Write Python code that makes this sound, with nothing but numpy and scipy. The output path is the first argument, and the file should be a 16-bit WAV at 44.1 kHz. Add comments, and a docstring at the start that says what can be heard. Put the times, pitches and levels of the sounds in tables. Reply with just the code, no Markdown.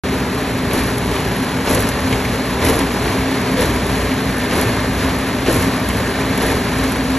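"""Tractor baling hay

A diesel tractor pulls a small square baler and a hay wagon over a field. The engine drones while
the pickup, which lifts the hay, clatters on. About once a second a plunger rams hay into the bale
chamber with a thump, a crunch and a jingle of chains. Loose steel clinks and the wagon booms.
It is all heard from the tractor, through two microphone openings (ports) close together."""
import sys
import numpy as np
from scipy import signal
from scipy.fft import rfft, irfft, next_fast_len
from scipy.io import wavfile
from scipy.ndimage import map_coordinates

SR = 44100
rng = np.random.default_rng(int(sys.argv[2]) if len(sys.argv) > 2 else 0)


def wav_out(sig):
    """Save sig, one row per channel (or a flat mono array), as 16-bit PCM at SR to the path in sys.argv[1]."""
    wavfile.write(sys.argv[1], SR, np.round(np.clip(np.atleast_2d(sig).T, -1, 1) * 32767).astype(np.int16))


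N = 316638

# Levels in the tables are relative: the functions add their own gains.
# how often the engine fires: t/s, f/Hz
FIRING_RATE = [(0, 59.6), (1, 59.33), (1.8, 59.3), (2.4, 60.1), (3.3, 59.82), (4.2, 60), (5.2, 60.1),
               (6.4, 59.96), (7.18, 59.94)]
# tones of the exhaust: multiple of the firing rate, level/dB
EXHAUST_TONES = [(1, -32), (2, -32.3), (3, -42), (4, -38.5)]
# whines of the gears: multiple of the firing rate, level/dB, phase waver/rad
GEAR_TONES = [(29.93, -3.5, 3.3), (27.42, -6, 2)]
# how much the fan hum wavers: t/s, phase waver/rad
FAN_UNSTEADINESS = [(0, 1.7), (2.7, 1.9), (3.2, .4), (3.9, 1), (5.7, .7), (6.1, .2)]
# loudness over time: t/s, level/dB
FAN_LEVEL = [(.1, -28), (.45, -31), (.7, -28), (1, -35), (1.4, -30), (1.9, -28.5), (2.3, -28), (2.6, -32),
             (2.98, -33), (3.2, -25.5), (3.55, -26), (3.9, -32), (4.15, -29), (4.55, -28), (5.35, -30),
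             (5.55, -26), (5.85, -31), (6.2, -25), (6.5, -24.5), (6.64, -28), (6.8, -23.5), (7.18, -23.5)]
GEAR_LEVEL = [(0, -47), (3.2, -43.5), (3.8, -43), (4.4, -37), (5.5, -42), (6.2, -37), (7.1, -41)]
PICKUP_LEVEL = [(0, -26), (1.5, -25), (3.3, -24), (5, -24.5), (7.18, -24)]

# the plunger pushes in: t/s, clatter/dB, boom/dB, crunch/dB, chain/dB, chain fade/s
PLUNGER_STROKES = [(.735, -24.5, -26, -21, -31.5, 0.11), (1.69, -23, -24, -16.5, -25.5, 0.11),
                   (2.645, -22, -17.5, -17, -26, 0.091), (3.6, -21, -19, -23, -30, 0.049),
                   (4.535, -22.5, -39, -17.5, -31.5, 0.089), (5.495, -23.5, -17, -20, -28, 0.11),
                   (6.42, -24, -22, -20, -31.5, 0.11)]
# it turns round at the back of its travel: t/s, clatter/dB, boom/dB
PLUNGER_RETURNS = [(.12, -36, -27), (1.16, -27, -25), (2.14, -27, -23), (3.09, -26, -22),
                   (3.96, -27.5, -21), (5.04, -27, -21), (5.96, -32, -23), (6.87, -30, -21)]
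# single blows: t/s, level/dB
STEEL_CLINKS = [(0.7332, -19), (0.7898, -23), (0.9812, -20), (1.6937, -20), (1.7281, -16), (1.7484, -13),
                (1.8043, -18), (1.8886, -16), (2.0045, -27), (2.6484, -14.5), (2.686, -16), (2.79, -20),
                (3.655, -21), (4.5362, -28), (4.6129, -16), (5.5263, -18), (5.5629, -18), (5.6246, -18),
                (5.887, -18), (5.968, -25), (6.3764, -19), (6.7851, -24), (6.8369, -21), (6.9202, -20)]  # loose parts strike
LINKAGE_CLANKS = [(1.6735, -20), (1.754, -23), (1.8688, -21), (2.6263, -26), (2.662, -21), (2.684, -20),
                  (2.7892, -23), (3.618, -19), (4.511, -21), (5.462, -20), (5.6263, -24), (6.4075, -30)]  # the plunger's rods take up their slack
HITCH_KNOCKS = [(0.7118, -26), (1.1633, -20), (2.1271, -13.8), (2.25, -20.5), (2.6663, -17), (3.078, -21),
                (4.1157, -21), (4.6922, -24), (5.8992, -19), (6.3761, -24)]  # the tow coupling knocks
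HAY_SLAMS = [(.737, -20), (1.697, -19), (1.77, -16), (2.111, -18), (2.635, -20), (2.667, -15.5),
             (2.697, -15), (2.765, -14.5), (3.06, -17), (5.117, -19), (5.484, -10.5), (5.557, -18),
             (6.4, -15), (6.498, -17.5)]  # wads of hay hit the chamber
# wagon and baler panels boom: t/s, f/Hz, level/dB
PANEL_BOOMS = [(1.8, 109, -22), (1.85, 268, -24), (2.14, 112, -27), (2.66, 84, -20.5), (2.72, 250, -22),
               (2.81, 274, -19), (3.69, 310, -26), (4.58, 262, -23), (4.68, 112, -26), (4.79, 114, -23),
               (5.05, 96, -29), (5.56, 265, -21), (5.59, 101, -27), (5.6, 57, -22), (5.69, 272, -22),
               (6.48, 258, -22)]

# the pitches at which each part rings: f/Hz, width/Hz, level/dB
ENGINE_MODES = [(181.5, 23, -6.5), (255.7, 35, -0.5), (397.5, 41, -5.5)]  # hollows of the bonnet and exhaust
FRAME_MODES = [(598, 28, 4), (989, 10, 2), (2277, 36, -4), (4096, 28, -5)]
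GEAR_CASE_MODES = [(1648, 73, 3), (1790, 24, 4.5), (2100, 35, 0)]
CHAMBER_MODES = [(318, 59, 1), (385, 97, -2), (453, 41, 1.5), (570, 41, -9)]
LINKAGE_MODES = [(980, 260, 8), (1450, 350, -3), (2050, 250, 1), (2760, 340, 2.5), (3930, 460, -4.5),
                 (5200, 470, -5)]
HITCH_MODES = [(1100, 270, 0.5), (2200, 300, 5.5), (2900, 300, -4)]
# the tone colour of each noise, from bass to treble: f/Hz, level/dB
ENGINE_SPECTRUM = [(20, -50), (38, -19), (55, -13), (80, -1), (125, 1), (170, 0), (210, -0.5), (310, -5),
                   (500, -10.5), (900, -14.5), (2500, -21), (8000, -50)]
CLATTER_SPECTRUM = [(150, -15), (400, 4), (620, 0), (1050, 1), (1350, -4), (1780, -1.5), (2300, -5),
                    (3100, -8.5), (4400, -9), (5600, -15), (7000, -16), (9500, -18), (14000, -21)]
CHASSIS_SPECTRUM = [(22, -52), (34, -23), (52, 0), (100, 1.5), (140, -16), (400, -32)]
CHAIN_SPECTRUM = [(1500, -3), (4000, -1), (7000, 3), (10200, 4.5), (11200, 8.5), (12200, 1), (14000, -1.5)]
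CRUNCH_SPECTRUM = [(90, -3), (200, -1), (300, 4), (420, 1), (750, -12.5), (1500, -12.5), (4000, -30)]
STALK_SPECTRUM = [(400, -6), (1000, 3), (3000, 0), (7000, -5), (11000, -11), (12500, -2), (14000, 6),
                  (15000, 0), (16000, -60)]

# sets how far the left port runs ahead of the right: f/Hz, phase/rad
LEFT_LEAD = [(1400, 0), (2600, .4), (3800, .7), (4600, 1.7), (5250, 5.3), (5850, 6.28), (6500, 6.9),
             (8100, 8.4), (8450, 9.2), (9500, 9.55), (9800, 10.1), (11200, 11.3), (11900, 12.3),
             (13300, 12.6), (15000, 14.2)]
# scattered sound that differs between the ports: f/Hz, level/dB
SCATTER = [(100, -36), (260, -27), (420, -20), (700, -12.5), (1400, -10), (1800, -21), (3000, -17),
           (5500, -40)]
# how much louder the left port is than the right: f/Hz, level/dB
LEFT_BOOST = [(100, .05), (300, .6), (700, 1.5), (1300, .6), (2400, 0)]
# the ports ring in the high treble: f/Hz, level/dB
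MIC_RESPONSE = [(9500, 0), (10600, 4.5), (11250, 6.5), (11800, 0.5), (12300, -6.5), (13300, -17.5),
                (14500, -32), (15500, -34)]

REBOUND_LAG_S, REBOUND_WIDTH_S, REBOUND_DB = 0.156, 0.015, -6  # packed hay springs back after a stroke


def amp(db):
    """Turn decibels into a gain."""
    return 10 ** (np.asarray(db) / 20)


def unit(x):
    """Scale x to an average (rms) level of 1."""
    return x / np.sqrt(np.mean(x ** 2) + 1e-20)


def along(points, hz):
    """Read a table's value at hz, on a log frequency axis."""
    freqs, values = np.transpose(points)
    return np.interp(np.log(hz + 1), np.log(freqs + 1), values)


def clock():
    """The time of each sample, in seconds."""
    return np.arange(N) / SR


def curves(rows):
    """Join a table's points into one curve for each column after the time."""
    times, *columns = np.transpose(rows)
    return [np.interp(clock(), times, column) for column in columns]


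def wobble(rate):
    """A smooth random curve through `rate` points a second."""
    return map_coordinates(rng.standard_normal(int(N * rate / SR) + 4), [clock() * rate])


def noise():
    """An even hiss (white noise)."""
    return rng.standard_normal(N)


def filtered(x, response):
    """Multiply each frequency in x by response(hz)."""
    size = next_fast_len(N + SR // 2)
    return irfft(rfft(x, size) * response(np.fft.rfftfreq(size, 1 / SR)), size)[..., :N]


def coloured(x, spectrum):
    """Give x a tone colour, at level 1."""
    return unit(filtered(x, lambda hz: amp(along(spectrum, hz))))


def ringing(x, modes):
    """Let x ring a part's modes, at level 1; the power 1.23 sharpens the peaks."""
    def response(hz):
        peaks = sum(amp(db) * 1j * hz * width / (f * f - hz * hz + 1j * hz * width)
                    for f, width, db in modes)
        return abs(peaks) ** 1.23
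    return unit(filtered(x, response))


def bump(s, width):
    """A bell-shaped rise and fall around time s."""
    return np.exp(-((clock() - s) / width) ** 2 / 2)


def swell(s, rise, fade):
    """A loudness curve that builds up around time s, then dies away."""
    age = clock() - s
    return (1 + np.tanh(age / rise)) / 2 * np.exp(-(np.maximum(age, 0) / fade) ** 2 / 2)


def strikes(rows, life):
    """A loudness curve of sudden blows, each falling to about a third in `life` seconds."""
    blows = np.bincount([round(s * SR) for s, _ in rows], [amp(db) for _, db in rows], N)
    return signal.lfilter([1], [1, -np.exp(-1 / (life * SR))], blows)


def rattle(rate, scatter_db, life):
    """About `rate` random hits a second, each a short burst of noise of uneven size."""
    hits = (rng.random(N) < rate / SR) * amp(scatter_db * np.clip(noise(), -2, 2))
    energy = signal.lfilter([1], [1, -np.exp(-2 / (life * SR))], hits ** 2)
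    return unit(np.sqrt(energy) * noise())


def tractor(jolt_db):
    """Engine firings make the exhaust drone and puff; fan, drive and gears hum in step with them."""
    (firing_hz,), (fan_db,), (gear_db,) = curves(FIRING_RATE), curves(FAN_LEVEL), curves(GEAR_LEVEL)
    # each stroke briefly slows the engine and makes it bark louder
    sag_hz = 0.602 * sum(bump(s + 0.259, width=0.0852) for s, *_ in PLUNGER_STROKES)
    labour_db = 2 * sum(bump(s + 0.062, width=0.062) for s, *_ in PLUNGER_STROKES)
    phase = 2 * np.pi * np.cumsum(firing_hz - sag_hz) / SR

    def tone(ratio, waver):
        return np.sqrt(2) * np.sin(ratio * phase + waver * wobble(7) + 2 * np.pi * rng.random())

    strain_db = 0.54 * (jolt_db - np.mean(jolt_db))  # load swells the lowest tones most
    exhaust = 0
    for k, db in EXHAUST_TONES:
        chug_db = 2.2 * (1 - .5 / k) * wobble(13)
        exhaust += amp(db + strain_db / k ** 2 + chug_db) * tone(k, waver=0.28)
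    fan = amp(fan_db + 1.2 * wobble(12)) * tone(4.405, *curves(FAN_UNSTEADINESS))
    drive = amp(-33.5) * tone(3.24, waver=0.43)
    whine = sum(amp(gear_db + db + 2 * wobble(17)) * tone(k, waver) for k, db, waver in GEAR_TONES)
    puffs = 1 + 0.15 * np.cos(phase)
    bark = amp(-24.5 + labour_db) * ringing(puffs * noise(), ENGINE_MODES)
    rumble = amp(-24) * coloured(puffs * noise(), ENGINE_SPECTRUM)
    return exhaust + fan + drive + whine + bark + rumble


def shaking():
    """Clatter level in dB: hay feeding in unevenly, plus each stroke, rebound and return."""
    pickup_db, = curves(PICKUP_LEVEL)
    power = amp(pickup_db + .5 * wobble(14)) ** 2
    for s, db, *_, fade in PLUNGER_STROKES:
        # the frame rattles as the plunger meets the hay, and outlasts the chains
        power += (amp(db) * swell(s - 0.032, rise=0.011, fade=1.87 * fade)) ** 2
        power += (amp(db + REBOUND_DB) * bump(s + REBOUND_LAG_S, REBOUND_WIDTH_S)) ** 2
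    power += sum((amp(db) * bump(s, width=0.058)) ** 2 for s, db, _ in PLUNGER_RETURNS)
    return 10 * np.log10(power)


def jolting():
    """Boom level in dB: bumpy ground, plus a jolt at each end of the plunger's travel."""
    power = amp(-28.5 + 4 * wobble(14)) ** 2
    power += sum((amp(db) * bump(s + 0.079, width=0.087)) ** 2 for s, _, db, *_ in PLUNGER_STROKES)
    power += sum((amp(db) * bump(s, width=0.12)) ** 2 for s, _, db in PLUNGER_RETURNS)
    return 10 * np.log10(power)


def frame(shake_db, jolt_db):
    """Pickup prongs and gears clatter over the rush of hay and ring the steel; the chassis booms."""
    gear_db, = curves(GEAR_LEVEL)
    contacts = rattle(rate=420, scatter_db=3.5, life=0.011) + 1.38 * noise()
    clatter = amp(shake_db) * coloured(contacts, CLATTER_SPECTRUM)
    panels = amp(shake_db - 11) * ringing(noise(), FRAME_MODES)
    gear_case = amp(gear_db - 4) * ringing(contacts, GEAR_CASE_MODES)
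    chassis = amp(jolt_db - 5.5) * coloured(noise(), CHASSIS_SPECTRUM)
    return clatter + panels + gear_case + chassis


def chains():
    """Chain links tick softly all the time and jingle at each stroke."""
    shaken = sum(amp(db) * swell(s, rise=0.0078, fade=fade) for s, *_, db, fade in PLUNGER_STROKES)
    jingle = coloured(rattle(rate=260, scatter_db=3.5, life=0.0031), CHAIN_SPECTRUM)
    ticks = coloured(rattle(rate=70, scatter_db=2.5, life=0.0035), CHAIN_SPECTRUM)
    return shaken * jingle + amp(-42.5 + 0.78 * wobble(6)) * ticks


def plunger():
    """Each stroke crunches the hay, which thuds in the chamber as it packs tight, then springs back."""
    crunch = thud = 0
    for s, _, _, db, _, fade in PLUNGER_STROKES:
        rebound = amp(REBOUND_DB) * bump(s + REBOUND_LAG_S, REBOUND_WIDTH_S)
        crunch += amp(db) * (swell(s, rise=0.035, fade=0.64 * fade) + rebound)
        thud += amp(db - 12) * bump(s + 0.073, width=0.08)
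    return crunch * coloured(noise(), CRUNCH_SPECTRUM) + thud * ringing(noise(), CHAMBER_MODES)


def loose_steel():
    """Steel hits steel and rings briefly: the hitch knocks, small parts clink, the linkage clanks."""
    knocks = strikes(HITCH_KNOCKS, life=.008) * ringing(noise(), HITCH_MODES)
    clinks = amp(-2.5) * strikes(STEEL_CLINKS, life=.0052) * coloured(noise(), CHAIN_SPECTRUM)
    clanks = strikes(LINKAGE_CLANKS, life=.011) * ringing(noise(), LINKAGE_MODES)
    return knocks + clinks + clanks


def hay_thumps():
    """Each wad of hay slammed into the chamber gives it a sudden, short thump."""
    return amp(-3) * strikes(HAY_SLAMS, life=.036) * ringing(noise(), CHAMBER_MODES)


def wagon():
    """Bumps and strokes draw short, low booms from the panels of wagon and baler."""
    booms = 0
    for s, hz, db in PANEL_BOOMS:
        tone = np.sqrt(2) * np.sin(2 * np.pi * (hz * clock() + rng.random()))
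        booms += amp(db) * bump(s, width=0.027) * tone
    return booms


def knife():
    """The knife snaps through a thick wad of dry stalks with one bright crack."""
    stalks = rattle(rate=1500, scatter_db=2.5, life=.003)
    return amp(-23) * swell(3.599, rise=.002, fade=.017) * coloured(stalks, STALK_SPECTRUM)


def hay_groan(s=3.608, width=0.021):
    """Packed hay rubs along the chamber with one short, rough, falling groan."""
    hz = 480 - 50 * np.tanh((clock() - s) / width) + 45 * wobble(200)
    tone = np.sqrt(2) * np.sin(2 * np.pi * np.cumsum(hz) / SR)
    return amp(-17.3 + 2 * wobble(120)) * bump(s, width) * tone


def machines(shake_db, jolt_db):
    """All the sounds of tractor, baler and wagon, added up."""
    running = tractor(jolt_db) + frame(shake_db, jolt_db) + chains()
    return running + plunger() + loose_steel() + hay_thumps() + wagon() + knife() + hay_groan()


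def scene():
    """Direct sound reaches the two ports slightly out of step; scattered sound adds width."""
    shake_db, jolt_db = shaking(), jolting()
    direct, scattered = machines(shake_db, jolt_db), machines(shake_db, jolt_db)
    half_lead = lambda hz: along(LEFT_LEAD, hz) / 2
    scatter_gain = lambda hz: np.hypot(0.66 * np.sin(half_lead(hz)), amp(along(SCATTER, hz)))
    balance = lambda hz: amp([along(LEFT_BOOST, hz) / 2, -along(LEFT_BOOST, hz) / 2])
    mid = filtered(direct, lambda hz: np.cos(half_lead(hz)))  # what the ports share
    side = filtered(direct, lambda hz: .78j * np.sin(half_lead(hz)))  # what sets them apart
    side += filtered(scattered, scatter_gain)
    return filtered(np.array([mid + side, mid - side]), balance)


def record(dry, start_s=.036, top_hz=15600):
    """After a moment of silence, the microphone rings in the high treble and passes nothing higher."""
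    return filtered(dry * (clock() > start_s), lambda hz: amp(along(MIC_RESPONSE, hz)) * (hz < top_hz))


dry = scene()
out = record(dry)
wav_out(out)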